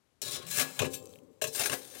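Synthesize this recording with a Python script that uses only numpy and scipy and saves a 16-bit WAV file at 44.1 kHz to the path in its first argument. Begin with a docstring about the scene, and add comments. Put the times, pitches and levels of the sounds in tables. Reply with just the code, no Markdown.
"""A steel shovel is pushed twice through the ash of a wood stove, hits the iron wall and sheds its
crumbs, then knocks on the front rim and is dragged across the gritty floor. Friction and impact supply
the force: its treble and middle excite the modes of the blade, its bass those of the stove body, and
the firebox booms after it. The room is quiet; the sound is heard on the left channel."""
import sys
import numpy as np
from scipy import signal
from scipy.fft import rfft, irfft
from scipy.io import wavfile
from scipy.ndimage import uniform_filter1d, map_coordinates

SR = 44100
rng = np.random.default_rng(int(sys.argv[2]) if len(sys.argv) > 2 else 0)


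def materialize(psi):
    """Save the field psi as 16-bit PCM at rate SR to the path in sys.argv[1].

    A 1-D psi becomes a single channel; in a 2-D psi each row is a channel.
    """
    bounded = np.clip(np.atleast_2d(psi).T, -1, 1)
    quanta = np.round(bounded * 32767).astype(np.int16)
    wavfile.write(sys.argv[1], SR, quanta)


N = 88200
LOW_HZ, HIGH_HZ, TOP_HZ = 703.2, 3145, 15850  # upper edges of bass, middle and treble
SLIP_PER_S, SLIP_DB = 260, 3.5  # rate and depth of stick-slip fluctuation
DUST_LOW_HZ = 2460

# impacts of the shovel: start_s, contact_s, treble_db, middle_db, bass_db, rim_db
IMPACTS = [(0.217,.005,-31.5,-62,-41,-68),(0.7914,0.0057,-28.5,-28,-37.5,-70),(0.803,0.0077,-53,-51,-27,-66),(0.8172,0.0053,-34,-34,-20.5,-59),(0.832,0.0022,-38,-55,-23.5,-60),(0.842,0.0056,-43.5,-36.5,-30,-61),(0.853,0.01,-40.5,-45.5,-31,-73),
           (1.415,0.0051,-38,-35.5,-44,-63.5),(1.42,0.0034,-25.5,-53,-53.5,-29),(1.4394,0.0076,-31.5,-36,-37.5,-42),(1.471,0.012,-37.5,-75,-42.5,-78),(1.5487,0.008,-35.5,-47.5,-53,-55.5),(1.5939,0.011,-33,-45.5,-38.5,-66),(1.635,0.0077,-32.5,-38,-58,-80),(1.6965,0.0039,-33,-34,-39.5,-53),(1.7173,0.0043,-52,-40,-35,-54),(1.732,0.0065,-41,-37,-48,-48)]


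def grit(per_s=5000, spread_db=4):
    """Stick-slip friction: tiny contacts at random times, their strength swelling and sinking."""
    contacts = (rng.random(N) < per_s / SR) * rng.choice([-1, 1], N)
    strength = undb(spread_db * rng.standard_normal(N).clip(-2, 2))
    return unit(contacts * strength * undb(SLIP_DB * wander(SLIP_PER_S)))


def scrapes():
    """Sliding friction: the force of each of the three strokes, in treble, middle and bass."""
    # envelopes of the strokes: time_s, treble_db, middle_db, bass_db
    first_push = [(.214,-84,-95,-65.5),(.222,-37,-48.5,-59),(.236,-42.5,-59.5,-50.5),(.262,-44,-54,-50),(.274,-46,-57.5,-52),(.306,-45,-54.5,-53),(.313,-37,-54,-49.5),(.364,-40.5,-46,-50),(.38,-57.5,-67.5,-48.5),(.408,-58.5,-53.5,-54.5),(.46,-59,-62.5,-59.5)]
    second_push = [(.46,-53,-63.5,-59),(0.507,-42,-58,-58.5),(.545,-34,-46,-46.5),(.602,-29.5,-35.5,-38.5),(0.622,-29.5,-38,-39),(0.633,-77,-44.5,-48),(.658,-51.5,-55.5,-51.5),(.748,-50,-59.5,-62),(0.788,-49,-55.5,-45.5)]
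    drag = [(1.489,-67,-85,-59),(1.533,-45,-65,-57),(1.544,-35.5,-68,-43.5),(1.565,-41,-56,-51),(1.584,-36.5,-41,-50),(1.593,-30.5,-38,-40.5),(1.619,-32.5,-36.5,-47),(1.632,-42.5,-51,-39.5),(1.66,-31.5,-33,-40.5),(1.673,-31.5,-42,-41),(1.684,-61,-59,-49.5),(1.713,-42.5,-49,-41),(1.732,-36,-35.5,-38.5),(1.746,-44.5,-57,-52.5),(1.826,-54,-63.5,-77),(1.917,-54.5,-66.5,-72),(1.957,-49,-51.5,-52),(2.0,-45.5,-59.5,-59)]
    # friction spectra: frequency_hz, first_push_db, second_push_db, drag_db
    spectra = [(30,-20.5,-29.5,-35),(64.4,3,-17.5,6),(140,5,2.5,-9),(215,5,2.5,1.5),(320,6.5,-5,9),(540,6,2,6.5),(738,2,2,5.5),(1060,4,3.5,-2.5),(1950,1.5,2.5,0.5),(2800,-4.5,-2.5,-8),(3800,0.5,-5,-2.5),(7600,-3,-1.5,-6.5),(10000,-2,-4,-2.5),(11900,-10.5,-7.5,-8.5),(15730,-6,-4.5,-8.5)]
    hz, *colours = np.transpose(spectra)
    forces = []
    for stroke, colour in zip([first_push, second_push, drag], colours):
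        times, *levels = np.transpose(stroke)
        friction = bands(tint(grit(), hz, colour))
        forces.append(np.array([band * curve(times, db) for band, db in zip(friction, levels)]))
    return forces


def blows():
    """Impact as a brief chatter of contacts: its force in three bands, and the impulses on the rim."""
    # impact spectrum: frequency_hz, level_db
    spectrum = [(30,-21),(60,-14),(110,1),(190,-5),(400,2),(600,-8),(800,-9),(1400,-3),(2500,0),(3500,-2.5),(7500,2),(10000,-3),(15800,-7.5)]
    chatter = tint(grit(), *np.transpose(spectrum))
    force, rim_push = 0, np.zeros(N)
    for start_s, contact_s, *band_db, rim_db in IMPACTS:
        pulse = burst(start_s, contact_s) + 1e-12
        pulse_rms = np.sqrt(np.mean(pulse ** 2))
        force += np.array(bands(chatter * pulse)) * pulse_rms * undb(band_db)[:, None]
        rim_push[int(start_s * SR)] = undb(rim_db) * np.sqrt(contact_s * SR)
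    return force, rim_push


def bite(gain_db=-8):
    """Onset transient: a hard click as steel meets iron at each blow."""
    clicks = np.zeros(N)
    for start_s, contact_s, treble_db, *_ in IMPACTS:
        clicks[int(start_s * SR)] = undb(treble_db + gain_db) * np.sqrt(contact_s * SR)
    return cut(clicks, HIGH_HZ, "high", order=2)


def blade_responses():
    """Modal resonance: each of five ways of holding the blade weights the same modes differently."""
    # blade modes: pitch_hz, t60_s, first_push_db, second_push_db, drag_db, struck_db, free_db
    blade_modes = [(1085,0.17,-8.5,-23.5,-21,-7,-30),(1629,0.047,-40,-22,-11,-6,-10),(1681,0.18,-6.5,-4,-20,-6,1),(2483,0.085,-32,-19,-22,-11,-21),(2631,0.2,-31,-7.5,-27,-13,-2),(2720,0.064,-38,-23,-31,-6.5,-27.5),(3137,0.28,-20,-27.5,-15,-24.5,-12.5),(3410,0.21,-14.5,-26,-39,-45.5,-28),(3565,0.11,-14.5,-25,-32,-35.5,-33),(3860,.16,-10.5,-21,-28,-33.5,-21),(3956,0.074,-13,-21.5,-26,-12.5,-15),(4082,0.12,-12.5,-13,-21,-19,-28),(4425,0.23,-24.5,-27.5,-41,-27.5,-16),(5100,0.19,-25,-23,-36,-34.5,-47),(5350,0.18,-22,-18,-22,-15,-40),(5650,0.093,-12.5,-22.5,-41,-23,-42),(5940,0.057,-26,-18.5,-20,-14,-14),(6210,0.063,-22,-18,-11.5,-28,-7.5),(7080,0.15,-9,-15.5,-28,-27.5,-18),(7479,0.28,-34,-23,-32,-28,-10),(7780,0.076,-14,-15.5,-33,-17.5,-9),(8179,0.152,-29.5,-15.5,-30,-21.5,-20),(8550,0.072,-30,-18.5,-12,-24,-11),(9260,.18,-19,-23,-14,-22.5,-20),(9750,.17,-24.5,-19.5,-20,-31,-18),(11922,.14,-23.5,-23.5,-11,-25,-18)]
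    hz, t60, *weightings = np.transpose(blade_modes)
    band_hz = np.where(hz < HIGH_HZ, HIGH_HZ - LOW_HZ, TOP_HZ - HIGH_HZ)
    return [modes(hz, t60, db + 10 * np.log10(2 * band_hz / SR)) for db in weightings]


def waver(ring, depth=0.001, per_s=23):
    """Frequency modulation: the blade's pitch shifts a little as the point of contact moves."""
    return map_coordinates(ring, [np.arange(N) + np.cumsum(depth * wander(per_s))], order=3)


def sheet_response(count=150):
    """Superposition of the shovel's many weak modes, the direct path and the reflections."""
    t = clock()[:N // 4]
    hz = np.linspace(LOW_HZ, TOP_HZ, count) + (TOP_HZ - LOW_HZ) / count * (rng.random(count) - .5)
    ring = np.sin(2 * np.pi * (hz[:, None] * t + rng.random((count, 1)))).sum(axis=0)
    steel = undb(-5) * np.pad(fade(ring, t60_s=.14), (0, N - len(t)))
    steel[0] += undb(-8)  # direct path
    firebox_echoes = undb(-3.5) * fade(rng.standard_normal(N), t60_s=.027)
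    room_tail = undb(-15) * fade(rng.standard_normal(N), t60_s=.22)
    return steel + firebox_echoes + room_tail


def judders():
    """Stick-slip oscillation: the pushed blade groans at a low, unsteady pitch."""
    # groans: centre_s, half_length_s, pitch_hz, width_hz, level_db
    groans = [(.48,.065,162,22,-56),(.6,.035,135,70,-48)]
    out = 0
    for centre_s, half_s, hz, width_hz, db in groans:
        swell = np.exp(-((clock() - centre_s) / half_s) ** 2)
        phase = 2 * np.pi * np.cumsum(hz + width_hz / 2 * wander(width_hz * 2)) / SR
        out += undb(db + SLIP_DB * wander(width_hz * 2)) * swell * np.sqrt(2) * np.sin(phase)
    return out


def stove_response(split_hz=267, rise_s=0.0049):
    """Impulse response of the iron: a knock, its modes, and a deep thud delayed by the plates' inertia."""
    # body modes: pitch_hz, t60_s, level_db
    iron_modes = [(108,0.026,-14),(143,0.17,-14.5),(268.2,0.41,-13.5),(358.4,0.24,-13.5),(441.5,0.18,-21),(509,0.17,-12.5),(592.7,0.048,-4.5),(775,0.99,-14.5),(881,0.75,-26),(1045,0.92,-17.5)]
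    noise = fade(rng.standard_normal(N), t60_s=.07)
    knock = undb(-3) * noise
    knock[0] += undb(-4)  # direct path
    rise = 1 - np.exp(-(clock() / rise_s) ** 2)
    thud = cut(noise * rise, split_hz, "low", order=3)
    thud *= undb(-5) * np.sqrt(2 * split_hz / SR) / np.linalg.norm(thud)
    ring = modes(*np.transpose(iron_modes)) * np.sqrt(2 * LOW_HZ / SR)
    return cut(knock, split_hz, "high", order=3) + thud + ring


def firebox_response():
    """Cavity reverberation: the long hollow boom that follows a contact."""
    # cavity spectrum: frequency_hz, level_db
    spectrum = [(40,-11.5),(75,0),(170,-0.5),(270,-3.5),(450,0),(560,1),(680,-15.5),(880,-6.5),(1400,-11.5),(2500,-35)]
    boom = tint(rng.standard_normal(N), *np.transpose(spectrum))
    return undb(-11) * np.sqrt(2 * LOW_HZ / SR) * fade(boom, t60_s=1.7)


def front_rim(push, rest_s=1.535, damping_t60_s=0.047):
    """Contact damping: the rim rings freely until the shovel rests on it."""
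    # rim modes: pitch_hz, t60_s, level_db
    rim_modes = [(448,0.71,-0.5),(585,0.25,-2.5),(628,0.16,1),(1093,0.33,-25),(1640,0.16,-17.5),(2830,0.111,-7.5)]
    ring = modes(*np.transpose(rim_modes))
    held_s = np.maximum(clock() - rest_s, 0)
    free = through(push * (held_s == 0), ring) * np.exp(-np.log(1000) * held_s / damping_t60_s)
    damped = through(push * (held_s > 0), fade(ring, damping_t60_s))
    return cut(free + damped, 310, "high")  # the rim's ring carries no bass below about 310 Hz


def crackle(scrape_treble):
    """Brittle fracture of charcoal: sparse snaps that follow the scraping, and a few big lumps."""
    # cracking lumps: start_s, level_db
    cracks = [(.311,-41),(0.366,-29),(0.5967,-27.5),(0.603,-34),(.612,-30.5),(0.625,-33),(1.6575,-29),(1.74,-32)]
    strength = np.sqrt(np.abs(uniform_filter1d(scrape_treble ** 2, int(SR / SLIP_PER_S))))
    snaps = undb(-9) * strength * unit(cut(grit(per_s=260), HIGH_HZ, "high", order=1))
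    envelope = sum(undb(db) * burst(s, length_s=.0013) for s, db in cracks)
    return snaps + unit(cut(grit(), LOW_HZ, "high")) * envelope


def spill():
    """Granular flow: fine ash hisses off the lifted blade and trickles away."""
    # envelope of the flow: time_s, level_db
    flow = [(.9,-57),(.921,-50.5),(.936,-37),(.948,-41),(.962,-48),(1.0,-66),(1.14,-64.5),(1.22,-83),(1.4,-81.5)]
    return unit(cut(grit(per_s=2300), DUST_LOW_HZ, "high", order=3)) * curve(*np.transpose(flow))


def cinders(edge_ratio=1.06):
    """Damped resonance: bits of charcoal land with a dusty tick and tinkle briefly."""
    # landings: start_s, level_db, pitch_hz
    landings = [(1.026,-56,7550),(1.0564,-51,8400),(1.071,-57,6500),(1.093,-60,8100),(1.1362,-54.5,3670),(1.156,-53.5,2820),(1.1872,-57.5,3044)]
    out = 0
    for start_s, db, hz in landings:
        tick = rng.standard_normal(N) * burst(start_s, length_s=.003)
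        tinkle = cut(tick, [hz / edge_ratio, hz * edge_ratio], "band", order=1)
        dust = undb(-1) * cut(tick, DUST_LOW_HZ, "high")
        out += undb(db) * (tinkle * np.std(tick) / np.std(tinkle) + dust)
    return out


def bumps():
    """Handling noise: two soft, low bumps."""
    # handling bumps: start_s, level_db
    handling = [(1.213,-55),(1.293,-52.5)]
    envelope = sum(undb(db) * burst(s, length_s=.018) for s, db in handling)
    push = unit(cut(grit(), [206, 333], "band", order=3)) * envelope
    return cut(push, LOW_HZ, "low")


def room():
    """Ambient noise floor: faint, steady and strongest in the bass."""
    frequency_hz = [25, 70, 160, 400, 1500, 5000, 12000, 15000]
    level_db = [4, 1.5, -1, -4.5, -13.5, -19, -23.5, -38]
    return undb(-74) * unit(tint(rng.standard_normal(N), frequency_hz, level_db))


def modes(hz, t60_s, db):
    """Modal synthesis: a sum of damped sinusoids."""
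    t = clock()[:N // 2]
    ring = sum(undb(d) * fade(np.sin(2 * np.pi * f * t), s) for f, s, d in zip(hz, t60_s, db))
    return np.pad(ring, (0, N - len(t)))


def fade(x, t60_s):
    """Exponential decay, scaled to unit energy."""
    y = x * np.exp(-np.log(1000) * np.arange(len(x)) / SR / t60_s)
    return y / np.linalg.norm(y)


def through(x, response):
    """Convolution with an impulse response."""
    return signal.fftconvolve(x, response)[:N]


def burst(start_s, length_s):
    """Half-Gaussian envelope of a contact: sudden onset, smooth release."""
    age = (clock() - start_s) / length_s
    return (age >= 0) * np.exp(-age ** 2)


def curve(times, db):
    """Gain interpolated in decibels, silent outside the given times."""
    return undb(np.interp(clock(), times, db, left=-200, right=-200))


def wander(per_s):
    """Linear interpolation between Gaussian random values."""
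    return np.interp(clock() * per_s, np.arange(N), rng.standard_normal(N))


def bands(x):
    """Crossover into treble, middle and bass, each at rms 1."""
    treble = cut(x, HIGH_HZ, "high")
    middle = cut(x, [LOW_HZ, HIGH_HZ], "band")
    bass = cut(x, LOW_HZ, "low", order=3)
    return unit(treble), unit(middle), unit(bass)


def tint(x, hz, db):
    """Spectral shaping along a gain curve in log frequency."""
    f = np.maximum(np.arange(N // 2 + 1) * SR / N, 1)
    return irfft(rfft(x) * undb(np.interp(np.log(f), np.log(hz), db)), N)


def cut(x, hz, kind, order=4):
    """Butterworth filter."""
    return signal.sosfilt(signal.butter(order, hz, kind, fs=SR, output="sos"), x)


def undb(db):
    """Decibels to gain."""
    return 10 ** (np.asarray(db) / 20)


def unit(x):
    """Scale to rms 1."""
    return x / np.sqrt(np.mean(x ** 2))


def clock():
    """Time of every sample in seconds."""
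    return np.arange(N) / SR


def scene():
    """Source and resonator: scrapes and blows ring the shovel above and the stove below."""
    steel, iron = sheet_response(), stove_response()
    *contact_rings, free_ring = blade_responses()
    strokes = scrapes()
    hits, rim_push = blows()
    ash = spill()
    ringing = sum(through(treble + middle, ring)
                  for (treble, middle, _), ring in zip(strokes + [hits], contact_rings))
    treble, middle, bass = sum(strokes) + hits
    shovel = through(treble + middle + ash, steel) + waver(ringing) + through(ash, free_ring) + judders()
    stove = through(bass + bumps(), iron) + front_rim(rim_push)
    boom = through(bass + middle, firebox_response())
    left = shovel + bite() + stove + boom + crackle(sum(strokes)[0]) + cinders() + room()
    return np.array([left, undb(-82) * left])


def record(dry):
    """Band limiting: the microphone's gain, its loss of deep bass and a steep cut of the top."""
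    heard = undb(4.5) * cut(dry, 63, "high", order=3)
    return signal.sosfilt(signal.ellip(10, .2, 80, TOP_HZ, fs=SR, output="sos"), heard)


dry = scene()
out = record(dry)
materialize(out)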